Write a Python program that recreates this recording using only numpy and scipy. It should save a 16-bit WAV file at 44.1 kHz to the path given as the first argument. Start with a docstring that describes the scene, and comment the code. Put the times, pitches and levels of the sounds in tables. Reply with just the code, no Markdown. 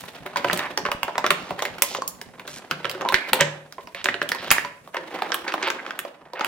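"""A rigid plastic blister tray buckles as a hand presses it on a table and scissors snip ties;
then it is bent to shake figures out. Each buckle is a short burst with its own pitch, a bright crease and
a short low thump. Some dents ring clearly or give a sharp dry click; between buckles the sheet crackles,
scrapes and once hums. The tray's cavities and the table top ring when struck, and a small hard room
answers over a quiet room tone."""
import sys
import numpy as np
from scipy import signal
from scipy.fft import rfft, irfft, next_fast_len
from scipy.io import wavfile
from scipy.ndimage import uniform_filter1d

SR = 44100
rng = np.random.default_rng(int(sys.argv[2]) if len(sys.argv) > 2 else 0)


def to_wav(s):
    """Save 16-bit WAV."""
    ch = np.atleast_2d(s).T  # columns
    pcm = np.round(np.clip(ch, -1, 1) * 32767)  # PCM
    wavfile.write(sys.argv[1], SR, pcm.astype(np.int16))


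N = 285649

# The sheet buckles or a tie is snipped: start_s, peak_db, pitch_hz, blow_db (into the cavities),
# bright_db (mean crease level, about 1.2-8.6 kHz), top_db (the same above about 5.6 kHz)
# [s, dB, Hz, dB, dB, dB]
BUCKLES = [(0.037, -21, 980, -44, -56, -48), (0.262, -18.5, 1590, -31.5, -34, -39.5),
           (0.359, -6, 1040, -34, -40, -41), (0.37, -9.5, 2320, -32, -36, -31),
           (0.445, -6, 1500, -17, -48, -41), (0.484, -33, 3500, -49, -28, -49),
           (0.497, -19, 1750, -36, -40, -60), (0.504, -10.5, 1340, -46, -47, -61),
           (0.511, -16, 1110, -57, -25, -43), (0.531, -27, 880, -20, -22.5, -20),
           (0.574, -16, 2940, -35, -30, -25.5), (0.592, -9.5, 2160, -28, -25, -35),
           (0.775, -11, 1100, -21, -18.5, -27.5), (0.852, -8, 1545, -25, -55, -50),
           (0.862, -8, 1500, -31, -37, -43), (0.886, -11.5, 905, -29.5, -51.5, -58),
           (0.916, -7.5, 1274, -27.5, -22.5, -27), (1.031, -8.5, 1070, -33, -19, -26),
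           (1.08, -13, 980, -25.5, -57, -51), (1.155, -10, 1360, -29.5, -60.5, -61),
           (1.18, -7, 960, -29, -23, -32), (1.242, -2.5, 1300, -16.5, -47, -67),
           (1.264, -2, 1510, -32, -22, -30.5), (1.305, 0, 1330, -18.5, -11.5, -17.5),
           (1.507, -10, 725, -23, -32.5, -43), (1.591, -14.5, 2100, -33, -42, -37),
           (1.622, -8.5, 735, -31, -22, -27.5), (1.652, -7, 2220, -26, -39, -33),
           (1.783, -24, 1080, -46, -36, -41), (1.821, -3.5, 3720, -25, -9.5, -7.5),
           (1.948, -6.5, 1180, -31, -27, -37), (2.02, -44, 1040, -51, -32.5, -43),
           (2.077, -19, 5540, -55, -34.5, -19.5), (2.214, -22, 1670, -35, -33.5, -34),
           (2.396, -24, 1620, -41.5, -37.5, -44), (2.477, -23, 1580, -42, -32.5, -39),
           (2.711, -5, 1590, -29.5, -25, -32.5), (2.845, -6, 1600, -23, -50, -50),
           (2.853, -6, 1750, -29.5, -46, -52), (2.896, -22, 683, -35, -24.5, -28),
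           (2.913, -22, 3800, -41, -31, -35), (2.948, -22, 1500, -30, -49, -55),
           (3.01, -14, 1540, -36, -41, -46), (3.017, -15, 700, -28, -38, -57),
           (3.05, -7, 820, -31, -56, -77), (3.088, -5, 2160, -30.5, -21, -29.5),
           (3.123, -4, 990, -44.5, -39.5, -28.5), (3.128, -11, 1470, -25, -45, -44),
           (3.142, 6.5, 2090, -37, -27, -26.5), (3.332, -1, 1100, -20, -9.5, -11.5),
           (3.355, -20, 1700, -34, -34, -48), (3.408, 2.5, 2050, -15.5, -14, -27),
           (3.724, -34, 1500, -58, -37, -42), (3.782, -22.5, 1070, -32, -70, -71),
           (3.872, -25.5, 1030, -38.5, -41.5, -50), (3.947, -15, 2470, -35, -49, -42),
           (4.043, -10, 2390, -30, -23, -30), (4.057, -2.5, 1750, -22.5, -43, -32),
           (4.086, -9, 1880, -33.5, -55, -41), (4.142, -15.5, 1700, -25, -26.5, -54),
           (4.216, -9.5, 1800, -33, -37, -56), (4.228, -23, 2600, -28.5, -31, -38.5),
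           (4.29, -11.5, 3440, -61, -27, -26), (4.317, -13, 1810, -31, -23.5, -31),
           (4.348, -16.5, 1100, -28, -34, -36), (4.505, -9.5, 2100, -31, -13.5, -38),
           (4.513, 8, 1680, -30, -16.5, -6.5), (4.564, -13.5, 1080, -48, -28.5, -47),
           (4.582, -12.5, 1900, -37, -35, -51), (4.648, -19.5, 1660, -36.5, -32, -64),
           (4.875, -28.5, 666, -52, -48.5, -47), (4.944, -16.5, 680, -38, -37, -39),
           (4.968, -8.5, 1860, -26.5, -39, -56), (5.221, -5.5, 960, -27, -28, -39),
           (5.303, -15, 640, -53, -59, -65), (5.319, -8, 1730, -26, -25.5, -50),
           (5.343, -12.5, 1110, -56, -20.5, -21.5), (5.479, -11.5, 2450, -29, -57, -64),
           (5.521, -18, 1450, -35, -29.5, -54), (5.539, -6, 740, -32, -26, -35),
           (5.579, -12.5, 1210, -37, -58, -65), (5.615, -19, 1120, -31, -57, -60),
           (5.627, -14, 2510, -28.5, -28.5, -56), (5.676, -16, 1500, -21, -28, -35),
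           (5.702, -6.5, 1630, -51, -24.5, -31), (5.864, -14.5, 1550, -69, -64, -58),
           (5.907, -13, 1570, -44, -45, -48), (5.99, -10, 1800, -36.5, -27, -25),
           (6.05, -16.5, 730, -35, -42, -56), (6.334, -27, 650, -31.5, -38.5, -44.5),
           (6.394, -12, 970, -32, -34, -42.5), (6.409, -9, 930, -38, -29, -48),
           (6.446, -5.5, 1600, -44, -25.5, -26.5)]


def amp(db):
    """Turn decibels into a gain."""
    return 10 ** (np.asarray(db) / 20)


def rms_one(x):
    """Scale to an rms of 1."""
    return x / np.sqrt(np.mean(x ** 2) + 1e-20)


def peak_one(x):
    """Scale to a peak of 1."""
    return x / (np.abs(x).max() + 1e-20)


def in_time(rows):
    """Read each column of a table between its points, with a value at every sample."""
    s, *columns = np.transpose(rows)
    return [np.interp(np.arange(N) / SR, s, column) for column in columns]


def at_hz(points, hz):
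    """Read a table between its points, on a logarithmic pitch axis."""
    table_hz, values = np.array(points).T
    return np.interp(np.log(hz), np.log(table_hz), values)


def band(x, low_hz, high_hz):
    """Keep mainly the sound between two pitches."""
    edges = [low_hz, min(high_hz, .45 * SR)]
    return signal.sosfilt(signal.butter(2, edges, "band", fs=SR, output="sos"), x)


def ring(force, hz, t60):
    """A resonance: a unit click starts a sine of height 1 that falls 60 dB in t60 seconds."""
    decay, turn = amp(-60 / (t60 * SR)), 2 * np.pi * hz / SR
    return signal.lfilter([0, np.sin(turn)], [1, -2 * decay * np.cos(turn), decay * decay], force + 1e-18)


def stereo_noise(size, gain):
    """Noise in half-octave bands, more alike left and right in the bass; gain(hz) shapes each band."""
    # Left-right likeness of reflected sound: pitch_hz, likeness (1 = identical) [Hz, ratio]
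    likeness = [(100, 0.86), (300, 1), (700, 0.45), (1500, 0.12), (3000, 0)]
    edges_hz = 30 * 2 ** np.arange(0, 9.3, .5)
    white = rng.standard_normal((2, 2, size))
    out = 0
    for k, (low, high) in enumerate(zip(edges_hz, edges_hz[1:])):
        mid, side = band(white[k % 2], low, high)
        hz = np.sqrt(low * high)
        alike = np.clip(at_hz(likeness, hz), -1, 1)
        stereo = np.sqrt(1 + alike) * mid + np.sqrt(1 - alike) * side * [[1], [-1]]
        out = out + gain(hz) * stereo
    return out


def strike(events, modes, spread_db, wander=0.0, late_pitch=1.0):
    """Every blow rings every mode with a random strength; pitches wander as the body flexes."""
    lift_s = 4.9      # from here on the pitches are multiplied by late_pitch
    size = SR // 2
    t, out = np.arange(size) / SR, np.zeros(N + size)
    hz, level_db, t60 = np.transpose(modes)[:, :, None]
    signs = (-1) ** np.arange(len(modes))[:, None]
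    for s, db in events:
        strength, flex = rng.standard_normal((2, len(modes), 1))
        pitch = hz * np.exp(wander * flex) * (late_pitch if s > lift_s else 1)
        height = amp(db + level_db + spread_db * strength - 60 * t / t60)
        at = round(s * SR)
        out[at:at + size] += np.sum(signs * height * np.sin(2 * np.pi * pitch * t), axis=0)
    return out[:N]


def room_tone():
    """Steady stereo noise with the room's own colour, lower towards the end."""
    # Colour of the room tone: pitch_hz, relative level_db per Hz [Hz, dB]
    colour = [(35, -36.5), (60, 14), (294, 17), (666, 24.5), (785, -34), (7750, 6.5), (16000, -8.5)]
    level_db, late_s, late_drop_db = -57.5, 5.9, 8
    late = np.arange(N) > late_s * SR
    noise = stereo_noise(N, lambda hz: amp(at_hz(colour, hz)))
    return amp(level_db - late_drop_db * late) * rms_one(noise)


def table():
    """Pushes strike the table top's modes; shifting hands keep the same modes murmuring."""
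    # Modes of the table top: pitch_hz, relative level_db, t60_s [Hz, dB, s]
    modes = [(112, -11, 0.75), (154.2, -2, 0.59), (183.6, 6, 0.22), (241, 5, 0.097)]
    # Pushes that reach the table: start_s, relative level_db [s, dB]
    thumps = [(0.449, -41.5), (0.529, -36), (1.304, -43.5), (1.499, -43), (2.715, -41), (2.849, -44),
              (3.321, -40), (3.41, -35), (4.089, -42.5), (4.219, -48), (4.509, -40.5), ]
    # Hands shifting on the table: time_s, level_db [s, dB]
    rumble = [(0.0, -53), (0.61, -48), (2.61, -53), (3.34, -52), (3.73, -58), (4.49, -50.5), (4.67, -56.5),
              (6.48, -65)]
    shifting = rng.standard_normal(N) + 0.5 * rng.standard_normal((2, N))
    fits_and_starts = rms_one(band(rng.standard_normal(N), 1.76, 14))
    shifting = shifting * amp(5.0 * fits_and_starts)
    murmur = sum(amp(db) * rms_one(ring(shifting, hz, 0.95 * t60)) for hz, db, t60 in modes)
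    murmur = amp(in_time(rumble)[0]) * rms_one(band(murmur, 41, 290))
    blows = strike(thumps, modes, spread_db=5.5, wander=0.015)
    pushes = signal.lfilter([.04], [1, -.96], blows)      # soft contact dulls them
    return pushes * amp([[.3], [-.3]]) + murmur      # pushes are slightly louder on the left


def low_thumps():
    """Each buckle comes with a short low thump, far stronger for loud ones; a few dull thuds sound alike."""
    # Dull low thuds: start_s, relative level_db [s, dB]
    thuds = [(0.889, -24), (0.948, -19.5), (1.029, -29)]
    thump_db, follows, thump_s = -27, 2.3, 0.00095      # for a 0 dB buckle; dB per dB of buckle; seconds
    push, events = np.zeros((2, N)), np.array(BUCKLES)
    uneven_db = 4.2 * rng.standard_normal((len(events), 2)).T      # left and right each get their own share
    starts = (events[:, 0] * SR).astype(int)
    push[:, starts] = amp(thump_db + follows * events[:, 1] + uneven_db)
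    for s, db in thuds:
        push[:, round(s * SR)] = amp(db + 4.1 * rng.standard_normal(2))
    rounded = signal.lfilter(np.hanning(round(thump_s * SR)), [1], push + 1e-18)
    return band(rounded, 15, 250)


def scrapes():
    """The sheet scrapes, crumples and once hums: clumped uneven slips in a band, with soft ends."""
    # Scrapes and crumples, and from 4.97 s a long hollow hum of the tray near 340 Hz: start_s, length_s,
    # level_db, centre_hz, spread (band edge over centre) [s, s, dB, Hz, ratio]
    stretches = [(0.356, 0.034, -31, 2390, 2.8), (0.589, 0.09, -27.5, 1300, 1.86),
                 (1.377, 0.16, -45.5, 1950, 3.4), (1.825, 0.16, -34.5, 4300, 1.8),
                 (2.466, .13, -38.5, 3530, 3.5), (3.057, 0.066, -26.5, 995, 1.08),
                 (3.142, 0.15, -34, 2210, 1.13), (3.398, 0.036, -15.5, 2120, 1.62),
                 (3.944, 0.084, -36, 1780, 2.3), (4.38, 0.12, -36.5, 2450, 1.85),
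                 (4.55, 0.14, -41, 1870, 1.6), (4.938, 0.046, -27, 1290, 2.08),
                 (4.968, .8, -42, 340.3, 1.09), (5.143, 0.14, -35, 1150, 2.14),
                 (5.46, 0.055, -29, 1170, 1.67), (5.621, 0.071, -22.5, 1420, 2.7),
                 (5.784, 0.021, -28.5, 1750, 1.4), (6.35, 0.1, -33, 1190, 2.3)]
    edge_s, per_s, uneven_db, clump_db = 0.0068, 1400.0, 2.0, 3.0
    t, out = np.arange(SR) / SR, np.zeros(N + SR)
    for s, length, level_db, hz, spread in stretches:
        clumps = 2 * np.tanh(rms_one(band(rng.standard_normal(SR), 44, 290)) / 2)
        sizes = amp(uneven_db * np.minimum(rng.exponential(1, SR), 3) + clump_db * clumps)
        slips = sizes * rng.choice([-1, 1], SR) * (rng.random(SR) < per_s / SR)
        fade = np.clip(np.minimum(t, length - t) / edge_s, 0, 1)
        edges = hz / max(spread, 1.03), hz * max(spread, 1.03)
        coloured = band(band(slips, *edges), *edges)
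        out[round(s * SR):][:SR] += amp(level_db) * fade * rms_one(coloured)
    return out[:N]


def crackle():
    """Small creases give way at random; each rings a few cycles in some patch of the sheet."""
    # Handling of the sheet: time_s, relative level_db, bright_db (extra treble) [s, dB, dB]
    handling = [(0.0, -50.5, 32), (0.31, -39.5, -4), (0.5, -31.5, 12), (0.96, -46, -4), (1.28, -37.5, 1.5),
                (1.89, -42, 9.5), (2.11, -54, 4.5), (2.44, -45.5, -9), (2.81, -44, 7.5), (3.03, -38.5, -11),
                (3.28, -41.5, 13), (3.39, -28, -11.5), (3.57, -45.5, -21.5), (3.82, -64.5, 28),
                (4.13, -50, -6.5), (4.51, -33.5, 11), (4.71, -72.5, 30.5), (4.94, -51.5, 4),
                (5.14, -34.5, 4), (5.55, -41.5, 5.5), (5.86, -36.5, -8), (6.11, -52, 5), (6.35, -46, -46),
                (6.48, -29.5, 22)]
    # Colour of the crackle: pitch_hz, relative level_db per Hz [Hz, dB]
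    colour = [(88, -48), (150, 8), (264, -3.5), (334, -3.5), (484, 2.5), (689, 10), (3490, -4), (4950, -28),
              (16000, -27)]
    per_s, uneven_db, cycles = 4000.0, 1.5, 5.0
    level_db, bright_db = in_time(handling)
    sizes = amp(uneven_db * np.minimum(rng.exponential(1, N), 3.5)) * rng.choice([-1, 1], N)
    creases = sizes * (rng.random(N) < per_s / SR)
    # creases set one another off, so their strength comes in clumps
    clumps = [np.tanh(rms_one(band(white, 8.5, 37.0)) / 2) * 2 for white in rng.standard_normal((7, N))]
    out = 0
    for k, hz in enumerate(np.geomspace(250, 15000, 24)):
        high = np.clip(np.log2(hz / 1500) / 2, 0, 1)      # brightness acts from 1.5 kHz up
        clump_db = 5.5 * clumps[6] + 3.5 * clumps[k // 4]      # the whole sheet, and patches of like pitch
        chosen = rng.random((2, N)) < .15
        struck = creases * chosen * amp(level_db + high * bright_db + clump_db)
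        struck[1] = np.where(hz < 2500, struck[0], struck[1])      # long waves are alike left and right
        # with a fixed number of cycles, lower rings have more energy in their band: hz evens this out
        out = out + amp(at_hz(colour, hz)) * hz * ring(struck, hz, cycles / hz)
    return amp(4.0) * out / np.sqrt(np.mean((out / amp(level_db)) ** 2))


def pops():
    """A dent pops through: a short rounded push rings one mode, long enough to sing or just a dry click."""
    # Dents that ring clearly, and sharp dry clicks: start_s, peak_db, pitch_hz, t60_s [s, dB, Hz, s]
    dents = [(0.357, -11.5, 1010, 0.059), (0.4972, -1.5, 1830, 0.0062), (1.835, -17.5, 1030, 0.038),
             (1.984, -16, 538, 0.034), (2.019, -11, 1083, 0.027), (3.058, -9, 1016, 0.028),
             (4.0569, -2, 1820, 0.0036), (4.0852, -0.5, 1920, 0.0098), (4.2152, -3, 1820, 0.0057),
             (4.3166, -5, 1840, 0.0098), (4.581, -2, 1930, 0.0087), (4.646, -17.5, 999, 0.069)]
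    out = 0
    for s, peak_db, hz, t60 in dents:
        since_push = np.arange(N) / SR - s - .002
        push = np.exp(-.5 * (since_push / 0.000063) ** 2)
        out = out + amp(peak_db) * peak_one(ring(push, hz, t60))
    return out


def ticks():
    """The crease of each buckle: a very short bright burst, an uneven rattle and a faint settling rustle."""
    apart = 0.71      # share of noise that differs left and right
    t60, rise_s, top_t60, span_s = 0.0063, 0.00016, 1.0, .012      # crease levels are means over span_s
    rattle_db, rattle_t60, settle_db, settle_t60 = -6.0, 0.051, -28.0, 1.0
    facet_db, facet_cycles = -6.0, 12.3
    size, span = 11000, round(span_s * SR)
    t, out = np.arange(size) / SR, np.zeros((2, N + size))
    for s, *_, bright_db, top_db in BUCKLES:
        common, left, right, uneven = rng.standard_normal((4, size))
        rattle = amp(rattle_db - 60 * t / rattle_t60 + 3.7 * uniform_filter1d(uneven, size=60))
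        settle = amp(settle_db - 60 * t / settle_t60) * (1 - t / t[-1])
        # creases lie all over the sheet, so the right side may hear them a few samples early or late
        common = np.array([common, np.roll(common, rng.integers(-4, 2))])
        noise = common + apart * np.array([left, right])
        burst = noise * (amp(-60 * t / t60) + rattle + settle) * (1 - np.exp(-t / rise_s))
        tinted = burst.copy()
        for hz in 2500 * 2 ** rng.uniform(0, 1.62, 4):      # nearby facets colour each crease
            facet = rms_one(ring(burst * amp(-60 * t / rattle_t60), hz, facet_cycles / hz))
            tinted += amp(facet_db) * np.std(burst) * facet
        bright = band(tinted, 1150, 8600)
        top = band(burst * amp(-60 * t / top_t60), 5630, 19500)
        at = round(s * SR)
        for db, part in (bright_db, bright), (top_db, top):
            out[:, at:at + size] += amp(db) * part / np.std(part[:, :span])
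    return out[:, :N]


def snaps():
    """Each buckle: a dying burst of slips round its pitch, a flip, a ping and a blow into the cavities."""
    # Tray cavities: pitch_hz, relative level_db, t60_s [Hz, dB, s]
    cavities = [(354.6, 0.5, 0.028), (396.3, -3.5, 0.097), (436, -6, 0.1), (567.7, -1.5, 0.15),
                (688, -9, 0.19), (1040, 2.5, 0.055)]
    typical_t60, t60_spread = 0.037, 0.38      # seconds; spread of its logarithm
    spread, apart, rise_s = 1.577, 0.63, 0.00045      # band edge over pitch; left-right difference; seconds
    click, flip_s = 5.2, 0.001243      # the moment the dent flips
    ping_db, ping_share, ping_cycles = -2.5, 0.23, 14.0      # ping length: share of t60, at most so many cycles
    after_per_s, after_db, after_share = 500.0, 13.0, 2.7      # stray after-slips last longer than the burst
    size = 3500
    t, out = np.arange(size) / SR, np.zeros((2, N + size))
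    first = 3.3 * np.exp(-t / 0.00062)      # the first slip is the sharpest
    for s, peak_db, hz, *_ in BUCKLES:
        t60 = typical_t60 * np.exp(t60_spread * rng.standard_normal())
        common, left, right, sizes = rng.standard_normal((4, size))
        noise = common + apart * np.array([left, right])
        slips = noise * (amp(-60 * t / t60) + first) * (1 - np.exp(-t / rise_s))
        stray = rng.random(size) < after_per_s / SR
        slips += sizes * amp(after_db - 60 * t / (after_share * t60)) * stray
        # the flip has a random strength and direction
        slips[:, round(flip_s * SR)] += click * amp(4.4 * np.tanh(left[0])) * np.sign(common[1])
        burst = peak_one(band(slips, hz / spread, hz * spread))
        ping = peak_one(ring(slips, hz, min(ping_share * t60, ping_cycles / hz)))
        at = round(s * SR)
        out[:, at:at + size] += amp(peak_db) * peak_one(burst + amp(ping_db) * ping)
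    blows = np.array(BUCKLES)[:, [0, 3]]
    # held off the table and bent, the cavities ring lower
    hollow = strike(blows, cavities, spread_db=3.5, wander=0.045, late_pitch=.93)
    return out[:, :N] + hollow


def room(x):
    """A few distinct echoes, and a diffuse tail that dies faster in the treble."""
    # Decay of the room: pitch_hz, t60_s [Hz, s]
    decay = [(150, 0.68), (700, 0.49), (2000, 0.46), (5000, 0.4), (13000, 0.15)]
    # Echoes off table top and near walls: delay_s, level_db [s, dB]
    echoes = [(0.0103, -18), (.016, -20)]
    tail_db, onset_s = -11.5, 0.0019
    t = np.arange(int(.6 * SR)) / SR
    tail = stereo_noise(len(t), lambda hz: amp(-60 * t / at_hz(decay, hz)))
    tail = tail * np.clip(t / onset_s - 1, 0, 1)
    answer = amp(tail_db) * tail / np.sqrt(np.sum(tail ** 2) / 2)
    for s, db in echoes:
        answer[[0, 1], round(s * SR) + rng.integers(0, 4, 2)] += amp(db)
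    return signal.fftconvolve(x, answer, axes=1)[:, :N]


def shade(x):
    """The microphone housing shades its left side, by an amount that changes with pitch."""
    # Left-right balance: pitch_hz, left minus right level_db [Hz, dB]
    balance = [(60, -12.5), (240, 0), (950, -2), (3770, -4), (15000, -3)]
    size = next_fast_len(N)
    hz = np.arange(size // 2 + 1) * SR / size + 1
    tilt_db = at_hz(balance, hz) / 2
    return irfft(rfft(x, size) * amp(tilt_db * [[1], [-1]]), size)[:, :N]


def scene():
    """The thin sheet radiates no bass, so its sounds are high-passed; the table's are not."""
    right_lag_s = .00005
    sheet = snaps() + pops() + ticks() + crackle() + scrapes()
    tray = signal.sosfilt(signal.butter(4, 230, "high", fs=SR, output="sos"), sheet)
    right = np.interp(np.arange(N) - right_lag_s * SR, np.arange(N), tray[1])
    direct = amp(-3.5) * np.array([tray[0], right])
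    return shade(direct + room(direct)) + table() + low_thumps() + room_tone()


def record(dry):
    """The loudest snaps overload and are clipped flat; the treble is cut off steeply."""
    cutoff_hz = 16600
    overloaded = np.clip(dry, -.95, .95)
    low_pass = signal.cheby2(14, 60, cutoff_hz, fs=SR, output="sos")
    return np.clip(signal.sosfilt(low_pass, overloaded), -1, 1)


dry = scene()
out = record(dry)
to_wav(out)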